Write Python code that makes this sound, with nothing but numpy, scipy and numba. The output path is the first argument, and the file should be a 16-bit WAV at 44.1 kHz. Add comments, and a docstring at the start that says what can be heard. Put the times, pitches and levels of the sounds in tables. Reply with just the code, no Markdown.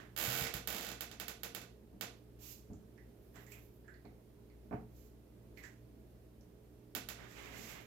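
"""A wooden joint creaks on the right in two runs of stick-slip snaps, the second slower, then in single cracks.
The frame is bumped and a die clicks early on; then dice click and thump on a felt table between cloth strokes.
Late on come two last cracks, the first with a low thump, longer drags of cloth along the rail, and soft bumps.
A motor hum, air rumble and hiss lie under it all; resonators and shaped noise sound in a small synthetic room."""
import sys
import numpy as np
from scipy import signal
from scipy.fft import rfft, irfft
from scipy.io import wavfile
from scipy.ndimage import uniform_filter1d
from numba import njit

SR = 44100
rng = np.random.default_rng(int(sys.argv[2]) if len(sys.argv) > 2 else 0)


def output_pcm(signal):
    """Save a mono or channel-first signal as 16-bit PCM at the path in sys.argv[1].

    Samples are clipped to [-1, 1] before scaling.
    """
    pcm = np.clip(np.atleast_2d(signal).T, -1, 1) * 32767
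    wavfile.write(sys.argv[1], SR, np.round(pcm).astype(np.int16))


def elevation(decibels):
    """Turn decibel levels (scalar or array-like) into linear amplitude ratios."""
    levels = np.asarray(decibels, float)
    return 10 ** (levels / 20)


N = 346626

# tone of the left port, turned away from the table sounds: (f/Hz, gain/dB)
SHADOW = [(100, -4), (300, 2), (600, 1), (1500, -9), (5000, -7.5), (13000, -6)]


def along(points, hz):
    """Value of a (f/Hz, value) table, joined on a log frequency axis."""
    f, value = np.transpose(points)
    return np.interp(np.log(np.maximum(hz, 1)), np.log(f), value)


def colour(x, points):
    """Causal minimum-phase filter with the gain of a (f/Hz, gain/dB) table, from the folded cepstrum."""
    size = 2048
    gain = elevation(along(points, np.fft.rfftfreq(size, 1 / SR)))
    cepstrum = irfft(np.log(gain))
    cepstrum[1:size // 2] *= 2
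    cepstrum[size // 2 + 1:] = 0
    impulse = irfft(np.exp(rfft(cepstrum)))
    return signal.fftconvolve(np.atleast_2d(x), impulse[None], axes=1)[:, :x.shape[-1]]


def ring(x, hz, width_hz):
    """Resonance with gain 1 at its centre."""
    return signal.lfilter(*signal.iirpeak(hz, hz / width_hz, fs=SR), x)


def unit(x):
    """Scale to rms 1."""
    return x / np.sqrt(np.mean(x ** 2))


def pair(count):
    """Left and right noise, alike in the bass and unrelated in the treble."""
    # left-right correlation: (f/Hz, correlation)
    likeness = [(60, .97), (130, .95), (290, .86), (640, .5), (1400, .01), (16000, .01)]
    like = np.clip(along(likeness, np.fft.rfftfreq(count, 1 / SR)), 0, 1)
    mid, side = rfft(rng.standard_normal((2, count))) * np.sqrt([1 + like, 1 - like])
    return irfft([mid + side, mid - side], count) / 2


def walk(rate):
    """Random levels held 1 / rate s and smoothed; spread near 1."""
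    hold = int(SR / rate)
    steps = np.repeat(rng.standard_normal(N // hold + 1), hold)
    return unit(uniform_filter1d(steps, hold)[:N])


def spikes(s, db):
    """Single-sample impulses at times s."""
    x = np.zeros(N)
    x[np.round(np.asarray(s) * SR).astype(int)] = elevation(np.asarray(db))
    return x


def room(near_db, near_ms, direct_db, left_db):
    """Response of both ports: direct sound, echoes and close scatter favour the right, the tail reaches both."""
    # decay of the diffuse tail: (f/Hz, t60/s)
    room_t60 = [(125, 0.4), (500, 0.35), (2000, 0.31), (6000, 0.36), (13000, 0.15)]
    # rail, board and far wall: (delay/ms, level over direct/dB)
    echoes = [(2.3, -5), (6.2, -7), (18.2, -12)]
    count = SR // 2
    t, hz = np.arange(count) / SR, np.fft.rfftfreq(count, 1 / SR)
    noise, tail = rfft(pair(count)), 0
    for centre in 62.5 * 2. ** np.arange(9):  # overlapping octave bands, each with its own decay
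        octaves = np.log2(np.maximum(hz, 1) / centre)
        band = np.cos(np.pi / 2 * np.clip(octaves, -1, 1)) ** 2
        decay = elevation(-60 * t / along(room_t60, centre))
        tail = tail + irfft(noise * band, count) * decay
    tail = tail * (1 - np.exp(-t / np.array([[.012], [.004]])))  # builds up later on the left

    near = elevation(near_db) * np.exp(-1000 * t / near_ms) * pair(count)
    for ms, db in [(0, 0.017)] + echoes:
        near[:, int(ms * SR / 1000)] += elevation(direct_db + db)
    near[0] = colour(near[0], [(300, 0.012), (1500, left_db)])  # bass bends round the body, treble does not
    out = elevation(-25.5) * tail + near
    return np.vstack([colour(out[0], SHADOW), out[1]])


def heard(x, response):
    """A dry source through a room response."""
    return signal.fftconvolve(np.atleast_2d(x), response, axes=1)[:, :N]


def background():
    """A motor's hum, its lines wavering together in pitch and each alone in level, over air rumble and hiss."""
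    # hum lines, the upper three not multiples of the lowest: (centre f/Hz, rms level before wavering/dB)
    hum_lines = [(59.2, -64), (118.4, -64.5), (177.6, -76), (301.5, -73.5), (360.7, -78.5), (419.9, -74.5)]
    # tone of the air noise: (f/Hz, relative level/dB)
    air_tone = [(24, -23), (40, -4), (124, -8.5), (167, -10), (226, -3), (262, -10), (422, -9.5),
                (556, -17), (646, -15), (697, -21.5), (1180, -29.5), (8130, -39.5), (14800, -34),
                (16000, -48.5)]
    # tilt of the whole bed between the ears: (f/Hz, left minus right/dB)
    balance = [(60, 3), (110, -2.5), (200, -4.5), (380, -8), (700, -5), (1290, -7.5), (2380, -5),
               (4400, -2), (8120, -2), (15000, -2)]
    turn = 2 * np.pi * np.cumsum(1 + 0.01257 * walk(14)) / SR
    hum = 0
    for hz, db in hum_lines:
        hum = hum + np.sqrt(2) * elevation(db + 2.14 * walk(9)) * np.sin(hz * turn)
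    air = elevation(-62.5 + 0.44 * walk(3.35)) * unit(colour(pair(N), air_tone))
    half_db = along(balance, np.fft.rfftfreq(N, 1 / SR)) / 2
    return irfft(rfft(hum + air) * elevation(np.array([half_db, -half_db])), N)


@njit
def sweep(x, hz, width_hz):
    """State-variable band-pass whose centre moves, gain 1 at the centre."""
    y, band, low = np.empty(len(x)), 0., 0.
    for i in range(len(x)):
        g, damping = np.tan(np.pi * hz[i] / SR), width_hz / hz[i]
        v = (band + g * (x[i] - low)) / (1 + g * (g + damping))
        band = 2 * v - band
        low = low + 2 * g * v
        y[i] = damping * v
    return y


def strokes(rows, fall_db_s):
    """Summed power of (start/s, rise/s, hold/s, level/dB) strokes: each climbs, holds, then dies away."""
    climb_db = 15.5
    t, power = np.arange(N) / SR, 0
    for start, rise, hold, db in rows:
        climb = climb_db * np.clip((t - start) / max(rise, .002) - 1, -1, 0)
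        fall = fall_db_s * np.maximum(t - start - rise - hold, 0)
        power = power + (t > start) * elevation(2 * (db + climb - fall))
    return power


def cloth():
    """Fibres catch and slip: grainy noise from a moving patch, so the room blurs it without fixed echoes."""
    # dull rustle: cloth rubs, and at 3.3-3.5 s the dull wash after dice clicks:
    # (start/s, rise/s, hold/s, drive/dB, centre f/Hz)
    dull = np.array([(-0.02, 0.014, 0.0045, -55.5, 1710), (2.366, 0.041, 0.061, -73.5, 2630),
                     (3.339, 0.02, .03, -61.5, 1660), (3.447, 0.086, 0.042, -68, 2200),
                     (5.56, 0.088, .01, -64.5, 1960), (7.127, 0.076, 0.054, -58.5, 1870),
                     (7.273, .11, 0.17, -56, 2220), (7.54, 0.026, 0.24, -58, 2240)])
    # skin and cloth brushing the felt, bright: (start/s, rise/s, hold/s, drive/dB, fine hiss over hiss/dB)
    swishes = np.array([(2.389, 0.04, .1, -59, 7), (3.18, .05, 0.067, -94, 20),
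                        (3.324, 0.02, 0.17, -77, 11), (3.5, .018, 0.017, -70, 13),
                        (3.56, .03, 0.067, -79.5, 13.5), (3.708, 0.034, .02, -93, 22),
                        (4.9, .065, 0.1, -75.5, 8), (5.563, 0.012, .01, -69.5, 5),
                        (5.625, 0.011, 0.0091, -63.5, -3), (7.1, .03, .01, -65, -8),
                        (7.218, 0.097, 0.31, -65, -1.5), (7.538, .04, 0.15, -58, 1),
                        (7.786, .025, 0.0089, -73, 8)])
    # tone of the dull rustle: (f/Hz, relative level/dB)
    rustle = [(300, 3), (800, -1), (1500, -3.5), (2500, -7.5), (3500, -7.5), (4300, -13), (6000, -14.5)]
    # tone of the bright brushing: (f/Hz, relative level/dB)
    hiss = [(1700, -28), (2500, -12), (3400, -15.5), (5000, -11.5), (7200, -8.5), (9500, -11.5),
            (11500, -15)]
    # tone of its topmost part: (f/Hz, relative level/dB)
    fine_hiss = [(8000, -22), (10800, -2.5), (12300, 3), (14500, 3), (16000, -6.5)]
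    dull_fall_db_s, swish_fall_db_s = 195, 220
    centre_hz = np.interp(np.arange(N) / SR, dull[:, 0] + dull[:, 1], dull[:, 4])
    fine = np.column_stack([swishes[:, :3], swishes[:, 3] + swishes[:, 4]])
    grain_db = 0.9 * walk(60)
    layers = ((strokes(dull[:, :4], dull_fall_db_s), rustle, 0.35),
              (strokes(swishes[:, :4], swish_fall_db_s), hiss, 0.44),
              (strokes(fine, swish_fall_db_s), fine_hiss, .22))
    out = 0
    for power, points, t60 in layers:
        power = power * elevation(2 * grain_db)
        fall = elevation(-120 / t60 / SR)  # power falls 60 dB in t60
        late = signal.lfilter([1 - fall], [1, -fall], power)
        noise = colour(rng.standard_normal((2, N)), points)
        if points is rustle:  # a resonance gliding from one rustle to the next
            noise = noise + elevation(8.0) * np.array([sweep(n, centre_hz, 740.0) for n in noise])
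        level = np.sqrt([0.55 * power + 0.67 * late, 1.86 * power + 0.48 * late])  # left, right
        out = out + level * unit(noise)
    return np.vstack([colour(out[0], SHADOW), out[1]])


def struck(push, modes):
    """A force ringing a set of (f/Hz, level/dB, t60/s) modes."""
    t = np.arange(SR // 2) / SR
    body = sum(elevation(db - 60 * t / t60) * np.sin(2 * np.pi * hz * t) for hz, db, t60 in modes)
    return signal.fftconvolve(push, body)[:N]


def table():
    """A push through the felt rings the board, the longer the contact the duller; bumps ring the frame."""
    # dull thumps on the table top, one low thump under the crack at 6.95 s:
    # (t/s, drive/dB, contact time constant/ms)
    thumps = [(1.923, -50, 0.48), (1.949, -54, 0.56), (2.7, -35.5, 0.82), (2.729, -47.5, 0.49),
              (3.357, -56.5, 0.13), (4.048, -50.5, 0.18), (4.71, -39, 0.17), (4.727, -38.5, 0.098),
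              (4.755, -68, 0.36), (6.951, -47, 0.14), (7.59, -51, 0.31)]
    # modes of the board: (f/Hz, relative level/dB, t60/s)
    table_modes = [(127, -17, 0.11), (219, 2, 0.087), (250, 0, 0.056), (314, 3, 0.034), (438, 1.5, 0.067),
                   (593, -4, 0.029), (719, 4.5, 0.034), (805, -2, 0.018)]
    # dense high modes of the board: (f/Hz, gain/dB)
    knock = [(400, -47), (900, -5), (1500, 3), (2500, -0.5), (3500, -17), (6000, -13)]
    # body weight bumping the table frame: (t/s, drive/dB)
    bumps = [(0.279, -44), (0.288, -45), (0.35, -56), (0.415, -42.5), (0.547, -45.5), (4.742, -43),
             (4.78, -55), (7.74, -56), (7.81, -60)]
    # modes of the frame: (f/Hz, relative level/dB, t60/s)
    frame_modes = [(90, -2, 0.037), (124, 2, 0.21), (166, 0, 0.044)]
    push = np.zeros(N)
    for s, db, ms in thumps:
        fall = np.exp(-1000 / SR / np.clip(ms, .05, 5))
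        two_poles = np.convolve([1, -fall], [1, -fall])
        push += signal.lfilter([(1 - fall) ** 2], two_poles, spikes([s], [db]))
    board = struck(push, table_modes) + elevation(33.5) * colour(push, knock)[0]

    nudge = uniform_filter1d(spikes(*np.transpose(bumps)), int(0.0023 * SR))  # each bump lasts 2.3 ms
    frame = struck(nudge, frame_modes)
    board_heard = heard(elevation(-7.5) * board, room(-21.5, 30.0, -12.5, -1.8))
    return board_heard + heard(elevation(-5) * frame, room(-26.09, 5.8, 5.8, -0.9))


def dice():
    """Small hard cubes: a short low ring with its octave fills the room; a higher ring is a brief dry tick."""
    # dice touching each other or the felt: (t/s, drive/dB, low ring f/Hz, high ring f/Hz, high ring drive/dB)
    clicks = [(0.449, -29, 2070, 5160, -10), (2.7334, -60.5, 1310, 6800, 2.5),
              (2.978, -46.5, 1890, 5400, -22), (3.3578, -47.5, 1880, 7600, -6.5),
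              (3.4658, -46, 1980, 7330, -9.5), (3.5203, -40.5, 2400, 7640, -6),
              (3.8432, -56, 1740, 4830, -22), (3.88, -39, 1640, 7400, -24.5),
              (3.9413, -48, 1800, 4400, -12.5), (4.0527, -52.5, 2170, 4160, -8),
              (4.4996, -57, 2140, 4390, -12), (5.5732, -37.5, 2120, 4340, -19),
              (5.6368, -35, 1800, 7200, -15), (5.6653, -56, 1800, 6470, -16),
              (6.41, -70.5, 1700, 5700, 8.5)]
    body = edge = 0
    for s, db, low_hz, high_hz, high_db in clicks:
        hit = spikes([s], [db])
        low = ring(ring(hit, low_hz, 0.24 * low_hz), low_hz, 0.24 * low_hz)
        octave = elevation(high_db - 22.0) * ring(hit, 2 * low_hz, 0.19 * low_hz)
        body = body + elevation(29.5) * (low + octave)
        edge = edge + elevation(26.5 + high_db) * ring(hit, high_hz, 0.15 * high_hz)
    return heard(body, room(-24.9, 5.4, -7, -11)) + heard(edge, room(-24.2, 2.7, -2.2, -23))


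def slips():
    """Times, tick drives and extra knock: one slip per whole step of the slide, then the single cracks."""
    # two runs of slips as the joint slides, faster and slower: (t/s, slips per s)
    runs = [
        [(0.1636, 82.8), (0.1899, 86.8), (0.2177, 67.5), (0.2552, 102.1), (0.2783, 54.6), (0.3233, 119.2),
         (0.3466, 78.8), (0.3801, 93.6), (0.442, 59.2)],
        [(0.674, 30.2), (0.7099, 41.5), (0.7784, 60.7), (0.7949, 25.6), (0.8185, 55.4), (0.8708, 49.1),
         (0.92, 29.9)],
    ]
    # load on the joint during the runs: (t/s, tick drive/dB)
    load = [(0.164, -31), (0.175, -24), (0.30, -25.5), (0.44, -27), (0.674, -21.5), (0.703, -27),
            (0.725, -27.5), (0.78, -30.5), (0.868, -34.5), (0.888, -33), (0.92, -36.5)]
    # single cracks: (t/s, tick drive/dB, knock above the usual/dB)
    cracks = [(0.4688, -33.5, 5), (0.5396, -24.5, 0.5), (0.5671, -33, -2), (1.0077, -25, 0),
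              (1.1142, -43, 0.5), (1.1993, -28, 1), (1.282, -26.5, -1), (1.4332, -25.5, -0.5),
              (1.5485, -27, -0.5), (1.6156, -41.5, -4), (2.0105, -26, 2.5), (6.95, -22.5, 1),
              (7.0876, -28, 0)]
    scatter_db = 1.1
    s = []
    for run in runs:
        at, rate = np.transpose(run)
        t = np.arange(at[0], at[-1], 1 / SR)
        steps = np.cumsum(np.interp(t, at, rate)) / SR
        s += list(np.interp(np.arange(int(steps[-1]) + 1), steps, t))
    db = np.interp(s, *np.transpose(load)) + scatter_db * rng.standard_normal(len(s))
    return np.hstack([[s, db, np.zeros(len(s))], np.transpose(cracks)])


def creak():
    """Every slip is nearly the same crack: a bright tick, and a knock ringing the wood a little differently."""
    # resonances of the wood: (f/Hz, width/Hz, relative level/dB)
    wood_modes = [(205, 100, 3.5), (465.5, 25, 3.5), (700, 30, 0), (1200, 14, -9), (1485, 24, -4),
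                  (1930, 13, -8), (2620, 60, -8), (6290, 110, -10), (7330, 220, -8)]
    # overall tone of the knock: (f/Hz, gain/dB)
    wood_colour = [(150, -8), (500, -1.5), (1000, 1.5), (2000, 5), (3200, 3), (4500, 0.5), (7500, -2),
                   (10000, 1), (16000, -7)]
    tick_hz, tick_width_hz = 13400, 5500
    s, db, extra_db = slips()
    # -32.5 dB knock drive under a -27.5 dB tick; weak slips lose tick faster than knock
    knock_db = -32.5 + .5 * (db + 27.5) + extra_db
    tick = ring(spikes(s, db), tick_hz, tick_width_hz)
    tick = elevation(23.5) * ring(tick, tick_hz, tick_width_hz)

    scatter_db = 3 * rng.standard_normal((len(s), len(wood_modes)))
    wood = spikes(s, knock_db)
    for (hz, width_hz, mode_db), own_db in zip(wood_modes, scatter_db.T):
        wood = wood + ring(spikes(s, knock_db + mode_db + own_db + 4.5), hz, width_hz)
    wood = colour(wood, wood_colour)
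    bright = heard(tick, room(-30, 4.5, -2.5, -14))
    return bright + heard(elevation(19) * wood, room(-20.9, 4.7, -18.5, -8))


def scene():
    """Table sounds through the microphone ports, over the background."""
    # port resonance and the dip above it, left and right: (f/Hz, gain/dB)
    left_port = [(6500, 2), (7600, -12.5), (9000, -1.5), (13000, -6), (16000, -23)]
    right_port = [(7500, 3.5), (8800, -12.5), (10500, -5.5), (13300, -2.5), (16000, -6)]
    events = creak() + dice() + table() + cloth()
    # small bodies radiate no deep bass
    events = signal.sosfilt(signal.butter(2, 75, "high", fs=SR, output="sos"), events)
    ports = np.vstack([colour(events[0], left_port), colour(events[1], right_port)])
    return ports + background()


def band_limit(x):
    """A steep low-pass at the top of the band."""
    return signal.sosfilt(signal.butter(12, 16790, fs=SR, output="sos"), x)


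def record(dry):
    """The recorder cuts the top steeply above 15.9 kHz."""
    mix = signal.sosfilt(signal.ellip(8, .2, 60, 15900, fs=SR, output="sos"), dry)
    return band_limit(mix)


dry = scene()
out = record(dry)
output_pcm(out)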